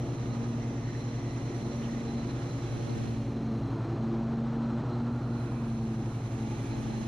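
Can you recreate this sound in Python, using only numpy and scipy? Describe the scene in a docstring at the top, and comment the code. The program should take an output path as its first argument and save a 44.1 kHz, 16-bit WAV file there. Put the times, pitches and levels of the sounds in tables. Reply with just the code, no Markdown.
"""Ride-on mower from the driver's seat

A single-cylinder four-stroke drones under a governor; two belt-driven blades hum just below its fifth
order, so the drone throbs. Air and cut grass rush in the deck; the running gear hisses, squeaks and
rings thinly, and loose panels buzz and knock. A light breeze touches the microphones.
Midway the sound narrows to mono and dulls, then opens again."""
import sys
import numpy as np
from scipy import signal
from scipy.fft import rfft, irfft, next_fast_len
from scipy.io import wavfile
from scipy.ndimage import uniform_filter1d

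SR = 44100
rng = np.random.default_rng(int(sys.argv[2]) if len(sys.argv) > 2 else 0)


def wav_out(sig):
    """Save sig, one row per channel (or a flat mono array), as 16-bit PCM at SR to the path in sys.argv[1]."""
    wavfile.write(sys.argv[1], SR, np.round(np.clip(np.atleast_2d(sig).T, -1, 1) * 32767).astype(np.int16))


N = 312113
FFT_SIZE = next_fast_len(N, True)
BINS = np.fft.rfftfreq(FFT_SIZE, 1 / SR)


def undb(db):
    """Decibels to gain."""
    return np.exp(np.asarray(db) * (np.log(10) / 20))


def unit(x):
    """Scale to an rms of 1."""
    return x / np.sqrt(np.mean(x ** 2))


def curves(table):
    """Each column of a timed table as an automation curve."""
    times, *columns = np.transpose(table)
    return [np.interp(np.arange(N) / SR, times, column) for column in columns]


def spectrum(table):
    """A table over log frequency, read at every FFT bin."""
    hz, value = np.transpose(table)
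    return np.interp(np.log(BINS + 1), np.log(hz), value)


def resonances(table):
    """Gain per FFT bin of a few damped modes."""
    return sum(undb(db) / np.sqrt(width) / (1 + ((BINS - hz) / width) ** 2) for hz, width, db in table)


def drift(rate):
    """Smooth random modulation with an rms of 1 and about rate turns a second."""
    step = max(int(SR / rate / 8), 1)
    coarse = signal.lfilter(np.hanning(9), 1, rng.standard_normal(N // step + 20))[10:]
    return unit(np.interp(np.arange(N) / step, np.arange(len(coarse)), coarse))


def arch(middle_s, length_s):
    """The samples that a swell covers, and its rise and fall."""
    start, end = int((middle_s - length_s / 2) * SR), int((middle_s + length_s / 2) * SR)
    span = np.arange(max(start, 0), min(end, N))
    return span, np.cos(np.pi * (span / SR - middle_s) / length_s)


def swells(table, floor_db):
    """Gain of a bed with smooth swells on top."""
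    power = np.full(N, undb(floor_db) ** 2)
    for s, length, db in table:
        span, shape = arch(s, length)
        power[span] += (undb(db) * shape) ** 2
    return np.sqrt(power)


# which microphone the sound reaches first: (frequency [Hz], share of the side leading left [-1 to 1])
MIC_LEAD = [(300, -0.12), (860, -0.72), (1550, 0.69), (2200, 0.41), (3600, 0.31), (4400, 0), (14000, 0)]
# stereo width: (frequency [Hz], side minus mid [dB])
WIDTH = [(30, -3), (100, -7), (250, -26.5), (450, -9), (700, -3.5), (1260, -1), (2300, 2.5), (4300, -2.5),
         (6300, 8), (8000, 5.5), (10000, 3.5), (14500, 1)]
# pan, to the right above the lows: (frequency [Hz], left minus right [dB])
PAN = [(350, 3), (690, -5.5), (1260, -8), (2300, -1.5), (4300, -1.5), (7900, -2), (14000, -1)]
def at_mics(pair, eq=np.ones(len(BINS))):
    """Colour a direct and a diffuse signal and spread them to left and right."""
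    mid, diffuse = rfft(pair, FFT_SIZE) * unit(eq)
    lead = np.clip(spectrum(MIC_LEAD), -1, 1)
    side = (1j * lead * mid + np.sqrt(1 - lead ** 2) * diffuse) * undb(spectrum(WIDTH))
    pan = undb(spectrum(PAN) / 2)
    return irfft(np.array([(mid + side) * pan, (mid - side) / pan]), FFT_SIZE)[:, :N]


def pulsed_noise(eq, pulse_db):
    """Stereo noise, modulated by pulse_db and coloured by eq."""
    return at_mics(rng.standard_normal((2, N)) * unit(undb(pulse_db)), eq)


# engine speed: (time [s], firing rate [Hz])
ENGINE_SPEED = [(0, 25.8), (.3, 25.458), (1.29, 25.164), (2.885, 25.242), (3.503, 24.611), (4.126, 24.946),
                (5.125, 25.855), (5.741, 24.926), (6.123, 24.508), (6.9, 24.505), (7.08, 24.795)]
def engine_cycles():
    """Running count of firings as the speed sags and recovers under the governor."""
    return np.cumsum(curves(ENGINE_SPEED)[0]) / SR


# core of the drone: (order [x firing rate], level [dB], gain with load [dB/dB])
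MAIN_ORDERS = [(5, -38.5, 0.45), (6, -47, 0.66)]
# the eleventh order swells and fades: (time [s], level [dB])
ELEVENTH_ORDER = [(0, -47.5), (1.4, -44.5), (1.9, -47.5), (2.3, -44.5), (3, -46.5), (3.42, -40.5),
                  (3.72, -42.5), (3.87, -49), (4.05, -45.5), (4.3, -52), (4.7, -46.5), (5.1, -48.5),
                  (5.3, -46), (5.9, -52.5), (6.3, -46.5), (6.65, -43), (7.08, -48)]
# body of the drone: (order [x firing rate], level before trim [dB])
BODY_ORDERS = [(1, -64.5), (2, -51), (3, -53), (4, -63.5), (7, -58.5), (8, -58), (9, -66.5), (10, -53),
               (12, -64), (13, -54.5), (14, -53), (15, -65.5), (16, -60), (18, -63), (20, -66.5), (27, -65),
               (28, -67), (32, -63.5)]
def exhaust(cycle, load_db, jitter_turns=.0017, smear_turns=.04, waver_db=1.45, trim_db=-.5):
    """Harmonics of the firings; the silencer smears each pulse and no two burns are quite alike."""
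    uneven = cycle + jitter_turns * drift(11)
    orders = [(k, db + follow * load_db - .23 * drift(.88)) for k, db, follow in MAIN_ORDERS]
    orders += [(11, curves(ELEVENTH_ORDER)[0])]
    orders += [(k, db + trim_db + waver_db * drift(5.7)) for k, db in BODY_ORDERS]
    tones = (undb(db) * np.cos(2 * np.pi * (k * uneven - smear_turns * k * k)) for k, db in orders)
    return np.sqrt(2) * sum(tones)


def rattle(cycle, size=2048, loose_turns=.0009, uneven_db=1.5):
    """Valves, piston and gas repeat the same rattle in each engine cycle, a little loose in time."""
    place = ((cycle + loose_turns * drift(12)) * size).astype(int) % size
    return rng.standard_normal((2, size))[:, place] * undb(uneven_db * drift(40))


# midrange honk of the bonnet: (frequency [Hz], relative level [dB])
BONNET_EQ = [(350, -7.5), (480, -11.5), (700, -1), (950, 7.5), (1250, 9), (1500, -3), (1920, -2),
             (2300, -1), (3200, -11.5), (5000, -35.5)]
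def clatter(cycle, rumble_db, trim_db=-10.5):
    """The engine's rattle as it comes through the bonnet."""
    return unit(at_mics(rattle(cycle), undb(spectrum(BONNET_EQ)))) * undb(rumble_db + trim_db)


# first blade's tips passing the deck wall; the belt slips under load: (time [s], pass rate [Hz])
BLADE_SPEED = [(0, 118.3), (.414, 116.57), (1.25, 115.6), (1.7, 115.95), (2.898, 115.74), (3.308, 112.08),
               (4.218, 113.15), (4.78, 116.76), (4.895, 118.62), (5.449, 116.65), (5.931, 111.61),
               (6.19, 111.33), (7.08, 111.53)]
# the second blade creeps ahead and falls back on the belt: (time [s], lead [passes])
BLADE_LEAD = [(0, 0.11), (.12, 0.21), (.45, -0.0057), (.9, .17), (1.12, 0.1), (1.45, 0.18), (1.97, 0.44),
              (2.2, 0.34), (2.4, 0.21), (2.62, 0.18), (3.22, 0.047), (3.42, 0.5), (3.55, 0.33),
              (3.68, 0.16), (3.8, 0.15), (3.94, 0.21), (4.05, 0.32), (4.53, 0.59), (5.07, -0.076),
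              (5.23, 0.17), (5.32, 0.0025), (5.6, 0.32), (5.95, 0.31), (6.27, 0.14), (6.43, 0.32),
              (6.63, 0.21), (7.08, 0.47)]
# hum of the first blade: (harmonic [x pass rate], level [dB], gain with load [dB/dB])
BLADE_HUM = [(1, -40.5, 0.3), (2, -39.5, 0.6), (3, -50.5, 0)]
# booms on the third harmonic: (centre [s], length [s], level [dB])
DECK_BOOMS = [(1.3, .6, -45), (3.33, .16, -45.5), (3.92, 0.17, -36.5), (4.13, 0.2, -37), (4.53, .2, -45),
              (4.88, .5, -42.5), (5.56, .2, -42), (6.17, .3, -47)]
# overtones at top speed: (harmonic [x pass rate], level relative to the rumble fader [dB])
BLADE_OVERTONES = [(4, -4.5), (5, -9.5), (6, -16.5), (7, -18.5), (8, -21)]
def blades(rumble_db, load_db, second_db=-3, skew_turns=.13, flutter_db=.4, db_per_hz=.68):
    """Two blades hum; as they drift in and out of step, their harmonics swell and cancel."""
    speed, ahead = curves(BLADE_SPEED)[0], curves(BLADE_LEAD)[0]
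    passes = .095 + np.cumsum(speed) / SR
    out = 0
    for k, db, follow in BLADE_HUM:
        # each harmonic leads the one below by about a quarter turn: a steep front, a slow release
        first = k * passes + (k - 1) * (.25 + .028 * drift(4.2))
        second = first + k * ahead + (k - 1) * skew_turns
        pair = np.cos(2 * np.pi * first) + undb(second_db) * np.cos(2 * np.pi * second)
        out += np.sqrt(2) * undb(db + follow * load_db + k * flutter_db * drift(30)) * pair
    out += np.sqrt(2) * np.cos(2 * np.pi * 3 * passes) * swells(DECK_BOOMS, floor_db=-66)
    for k, db in BLADE_OVERTONES:
        # these come off both sides of the deck and reach the microphones unequally
        angle = 2 * np.pi * k * passes
        mid = (1 + .6 * drift(14)) * np.cos(angle) + .6 * drift(14) * np.sin(angle)
        side = .25 * drift(6) * np.sin(angle)
        overtone_db = db + db_per_hz * (speed - speed.max()) + 2 * np.tanh(drift(3))
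        out = out + undb(rumble_db + overtone_db) * np.array([mid + side, mid - side])
    return out


# dark bed of moving gas: (frequency [Hz], relative level [dB])
RUMBLE_EQ = [(20, -25), (45, -8.5), (90, -4), (170, -1), (260, 0), (350, -3.5), (480, -9.5), (700, -12.5),
             (1000, -23.5), (2000, -45), (5000, -66)]
def gas_rumble(cycle, rumble_db, load_db, puff_db=1, trim_db=3, churn_db=-56.5):
    """Exhaust gas rumbles, a little stronger at each firing; churning under the deck adds weight."""
    rumble = pulsed_noise(undb(spectrum(RUMBLE_EQ)), puff_db * np.cos(2 * np.pi * cycle))
    return rumble * (undb(rumble_db + trim_db) + undb(churn_db + load_db))


# hollow whoosh of the deck: (frequency [Hz], relative level [dB])
RUSH_EQ = [(200, -22), (550, -1), (800, 5.5), (1050, 1), (1300, -1.5), (1550, -6), (2300, -14.5),
           (4000, -18.5), (6900, -29), (8400, -31.5), (9200, -48), (11400, -52), (12200, -39.5),
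           (13200, -48), (15000, -64)]
def grass_rush(load_db, level_db=-54.5, flutter_db=1.3):
    """Air and clippings rush under the deck, louder with load."""
    return pulsed_noise(undb(spectrum(RUSH_EQ)), flutter_db * drift(26)) * undb(level_db + load_db)


# bright hiss and the sizzle on top, each: (frequency [Hz], relative level [dB])
HISS_EQ = [(500, -9.5), (1200, 3), (1950, 5), (2500, 2.5), (3700, 0.2), (4750, -6), (5400, -4), (6500, -5),
           (7100, -11), (8500, -19), (9500, -34.5), (12500, -37), (15000, -41.5)]
SIZZLE_EQ = [(5000, -15), (8000, -1), (9200, 2.5), (10000, 5.5), (10600, 2.5), (11200, -4.5), (12000, -4),
             (13000, -10.5), (13900, -14), (14800, -29.5)]
# treble faders, dipping midway: (time [s], hiss before trim [dB], sizzle before trim [dB])
TREBLE_FADERS = [(0, -59, -76.5), (1.2, -59, -77.5), (1.75, -58, -74), (2.2, -57.5, -76),
                 (3.03, -56.5, -70.5), (3.18, -59, -75.5), (3.36, -62, -83), (3.8, -63.5, -84),
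                 (4.25, -66.5, -92), (4.85, -72, -92.5), (5.12, -68.5, -84), (5.24, -66, -79.5),
                 (5.45, -64, -76), (6, -62, -75.5), (6.6, -57, -71), (7.08, -56, -72)]
def running_gear(chatter_db=1.02, grain_db=1, hiss_trim_db=2, sizzle_trim_db=1.5):
    """Fan and belt hiss with a slight chatter; the top is grainy."""
    hiss_db, sizzle_db = curves(TREBLE_FADERS)
    hiss = pulsed_noise(undb(spectrum(HISS_EQ)), chatter_db * drift(30))
    sizzle = pulsed_noise(undb(spectrum(SIZZLE_EQ)), chatter_db * drift(11) + grain_db * drift(600))
    return hiss * undb(hiss_db + hiss_trim_db) + sizzle * undb(sizzle_db + sizzle_trim_db)


# ringing metal of the running gear: (frequency [Hz], width [Hz], relative level [dB])
METAL_MODES = [(4010, 85, 3.5), (4243, 130, 4.5), (5350, 110, -9), (5800, 160, -8)]
# the metal rubs harder: (centre [s], length [s], level [dB])
RUBS = [(.2, .8, -65.5), (1.03, 0.66, -65), (1.65, 1.1, -64.5), (2.13, .4, -66), (2.31, 0.051, -60),
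        (2.45, 0.73, -66), (2.95, 0.79, -63.5), (3.6, 1.27, -69.5), (4.97, 0.32, -67), (5.31, .3, -70),
        (5.78, 0.24, -69), (6.16, .14, -71), (6.8, 0.95, -72)]
# the rubbing catches: (centre [s], length [s], pitch [Hz], level [dB])
SQUEAKS = [(0.33, .1, 4050, -63), (.9, .15, 4040, -64), (1.008, 0.12, 4070, -64), (1.13, .15, 4073, -67),
           (1.309, .13, 4050, -64.5), (1.471, .08, 4170, -64), (1.74, .15, 4040, -62.5),
           (1.93, .07, 4130, -67), (2.09, .12, 4030, -61), (2.201, .1, 4010, -59),
           (2.305, 0.045, 4000, -56.5), (2.509, 0.1, 4050, -62), (2.626, 0.16, 4000, -63),
           (2.72, .15, 3960, -61), (2.82, 0.036, 4220, -60), (2.892, .035, 4130, -58),
           (4.68, 0.18, 4110, -70.5), (4.928, .14, 4100, -68), (5.404, .1, 4080, -66),
           (6.477, 0.22, 4080, -68), (6.732, .2, 4130, -64), (6.972, .24, 4110, -63.5)]
def rubbing_metal(scrape_db=1.5, waver_hz=22, chatter_db=3, kick_db=-5):
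    """Uneven rubbing keeps thin metal ringing; where it catches, it squeaks and kicks the ring."""
    ring = pulsed_noise(resonances(METAL_MODES), scrape_db * drift(40))
    pitch = curves([(s, hz) for s, _, hz, _ in SQUEAKS])[0] + waver_hz * drift(40)
    tone = np.sin(2 * np.pi * np.cumsum(pitch) / SR)
    squeak = unit(tone * undb(chatter_db * np.tanh(drift(150))))
    catching = swells([(s, length, db) for s, length, _, db in SQUEAKS], floor_db=-74)
    hiss_db = curves(TREBLE_FADERS)[0]
    rubbing = swells(RUBS, floor_db=-70 + .5 * (hiss_db - hiss_db.mean()))
    return ring * np.hypot(rubbing, catching * undb(kick_db)) + squeak * catching


# two high rings: (time [s], lower pitch [Hz], its level [dB], upper pitch [Hz], its level [dB])
WHINES = [(0, 5840, -71, 6750, -81), (.3, 5960, -70, 6750, -78), (.6, 5820, -70, 6700, -77.5),
          (1.25, 5790, -67.5, 6680, -74), (1.95, 5790, -68, 6690, -72), (2.2, 5790, -75, 6700, -78),
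          (2.65, 5800, -70, 6700, -78), (2.98, 5790, -71.5, 6600, -83), (3.45, 5770, -84, 6600, -83),
          (4.7, 5830, -78, 6740, -81.5), (5.4, 5800, -82.5, 6680, -83), (5.9, 5650, -78, 6540, -81),
          (6.55, 5780, -80, 6480, -72), (7.08, 5950, -77, 6490, -72)]
def whines(width_hz=140, shimmer_db=2.5):
    """Two metallic rings of the running gear drift in pitch and shimmer."""
    low_hz, low_db, high_hz, high_db = curves(WHINES)
    out = 0
    for hz, db in (low_hz, low_db), (high_hz, high_db):
        angle = 2 * np.pi * np.cumsum(hz) / SR
        cos, sin = np.cos(angle), np.sin(angle)
        ring = np.array([drift(width_hz) * cos + drift(width_hz) * sin for _ in range(2)])
        out += unit(ring * undb(shimmer_db * np.tanh(drift(40)))) * undb(db)
    return at_mics(out)


# thin top partials: (frequency [Hz], width [Hz], relative level [dB])
JINGLE_MODES = [(8776, 35, -1), (9476, 40, 0)]
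# their swells: (centre [s], length [s], level [dB])
JINGLES = [(.5, .9, -84), (1.45, .9, -79), (2.45, 1.1, -80.5)]
def jingle(shimmer_db=3):
    """Two thin partials jingle faintly above the whines."""
    partials = pulsed_noise(resonances(JINGLE_MODES), shimmer_db * np.tanh(drift(16)))
    return partials * swells(JINGLES, floor_db=-98)


# soft, low wind noise: (frequency [Hz], relative level [dB])
BREEZE_EQ = [(15, -22), (45, -0.5), (75, 3), (130, 1), (270, -1.5), (450, -5.5), (900, -10.5), (2000, -38),
             (8000, -91)]
# gusts: (centre [s], length [s], level [dB])
GUSTS = [(.35, 0.46, -48), (2.92, 0.61, -38.5), (6.97, 0.67, -42.5)]
def breeze(flutter_db=3):
    """A faint flutter of air pushes the two microphones in opposite ways."""
    air = irfft(rfft(rng.standard_normal(N), FFT_SIZE) * undb(spectrum(BREEZE_EQ)), FFT_SIZE)[:N]
    flutter = unit(air * undb(flutter_db * np.tanh(drift(12)))) * swells(GUSTS, floor_db=-54.5)
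    return np.array([flutter, -flutter])


# fits of buzzing: (centre [s], length [s], pitch [Hz], width [Hz], level [dB])
BUZZES = [(.33, 0.5, 1230, 35, -66), (.92, .35, 1840, 250, -66), (1.1, 2.8, 1970, 260, -64),
          (1.85, .07, 2850, 800, -57), (2.414, 0.55, 1170, 352, -58), (3.83, 0.41, 1080, 497, -54.5),
          (4.8, 1.13, 1255, 400, -56.5), (5.401, 0.8, 1370, 220, -61), (5.546, 0.59, 2400, 500, -64),
          (6.65, 1, 2340, 402, -64), (6.755, 1.58, 846, 170, -55.5)]
def panel_buzz(cycle, noise_db=-3, flutter_db=1.5):
    """The engine shakes loose panels, each buzzing at its own resonance."""
    shake = rattle(cycle) + undb(noise_db) * rng.standard_normal((2, N))
    shake *= undb(flutter_db * drift(50))
    out = np.zeros((2, N))
    for s, length, hz, width, db in BUZZES:
        span, shape = arch(s, length)
        out[:, span] += unit(panel_ring(shake[:, span], hz, width)) * shape * undb(db)
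    return out


def panel_ring(drive, hz, width_hz):
    """A panel's resonance: two passes through one peak filter."""
    b, a = signal.iirpeak(hz, hz / width_hz, fs=SR)
    return signal.lfilter(b, a, signal.lfilter(b, a, drive))


# two runs of knocks, about one a firing: (time [s], pitch [Hz], level [dB])
KNOCKS = [(.78, 1820, -55), (.877, 1850, -57), (.898, 1850, -54), (.942, 1820, -54), (.978, 1820, -56),
          (1.816, 2030, -54), (1.89, 1930, -52), (1.931, 1940, -53), (1.97, 1980, -50.5),
          (2.013, 1970, -51)]
def panel_knocks(rise_s=.003, width_hz=220):
    """Each knock is a short, rough burst in a loose panel's resonance."""
    out = np.zeros((2, N))
    length = int(12 * rise_s * SR)
    age = np.arange(length) / (rise_s * SR)
    envelope = age * np.exp(1 - age)
    envelope_rms = np.sqrt(np.mean(envelope ** 2))
    for s, hz, db in KNOCKS:
        ring = panel_ring(rng.standard_normal((2, 2 * length)), hz, width_hz)[:, length:]
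        out[:, int(s * SR) + np.arange(length)] += unit(ring * envelope) * envelope_rms * undb(db)
    return out


# load of grass on the deck: (time [s], relative level [dB])
DECK_LOAD = [(0, -0.5), (1.7, -2.5), (2.8, -0.5), (3.25, -1.5), (3.85, 4.5), (4.1, 5), (4.24, 3), (4.4, 5),
             (4.8, 6.5), (5.05, 4.5), (5.4, 4), (6, 2), (7.08, -2)]
# shared fader for rumble, clatter and blade overtones: (time [s], level [dB])
RUMBLE_FADER = [(0, -45.5), (1.1, -47), (1.8, -44), (3.05, -47), (3.4, -44), (4.2, -45), (5.7, -49),
                (6.4, -47.5), (7.08, -45.5)]
def scene():
    """The low tones sit in the centre; the noise surrounds them."""
    cycle = engine_cycles()
    load_db, rumble_db = curves(DECK_LOAD)[0], curves(RUMBLE_FADER)[0]
    engine = exhaust(cycle, load_db) + clatter(cycle, rumble_db)
    gear = running_gear() + rubbing_metal() + whines() + jingle()
    panels = at_mics(panel_buzz(cycle) + panel_knocks())
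    hum = blades(rumble_db, load_db)
    air = gas_rumble(cycle, rumble_db, load_db) + grass_rush(load_db) + breeze()
    return engine + gear + panels + hum + air


def bass_limiter(pair, threshold_db=-31, window_s=.017, makeup_db=.08, bass_hz=420):
    """The bass ducks on the loudest throbs of the drone."""
    bass = signal.sosfiltfilt(signal.butter(2, bass_hz, fs=SR, output="sos"), pair)
    power = uniform_filter1d(bass.mean(axis=0) ** 2, int(window_s * SR))
    over = np.maximum(np.sqrt(np.abs(power)) / undb(threshold_db), 1)
    return pair - bass + bass * undb(makeup_db) / over


# dip to mono, lows then highs: (starts closing [s], closed [s], starts opening [s], open [s], dip [dB])
MONO_DIP = [(3.09, 3.722, 5.05, 6.46, -58), (3.118, 3.978, 4.6, 5.37, -34)]
def record(dry, split_hz=900, side_db=-3.5, top_hz=14700):
    """Bass peaks are evened out; the image narrows for a while, most in the lows; the top is cut."""
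    left, right = bass_limiter(dry)
    mid, side = (left + right) / 2, (left - right) / 2
    t = np.arange(N) / SR
    lows_db, highs_db = (side_db + np.interp(t, times, [0, db, db, 0]) for *times, db in MONO_DIP)
    lows = signal.sosfiltfilt(signal.butter(2, split_hz, fs=SR, output="sos"), side)
    side = lows * undb(lows_db) + (side - lows) * undb(highs_db)
    high_cut = signal.ellip(8, .2, 70, top_hz, fs=SR, output="sos")
    return signal.sosfilt(high_cut, [mid + side, mid - side])


dry = scene()
out = record(dry)
wav_out(out)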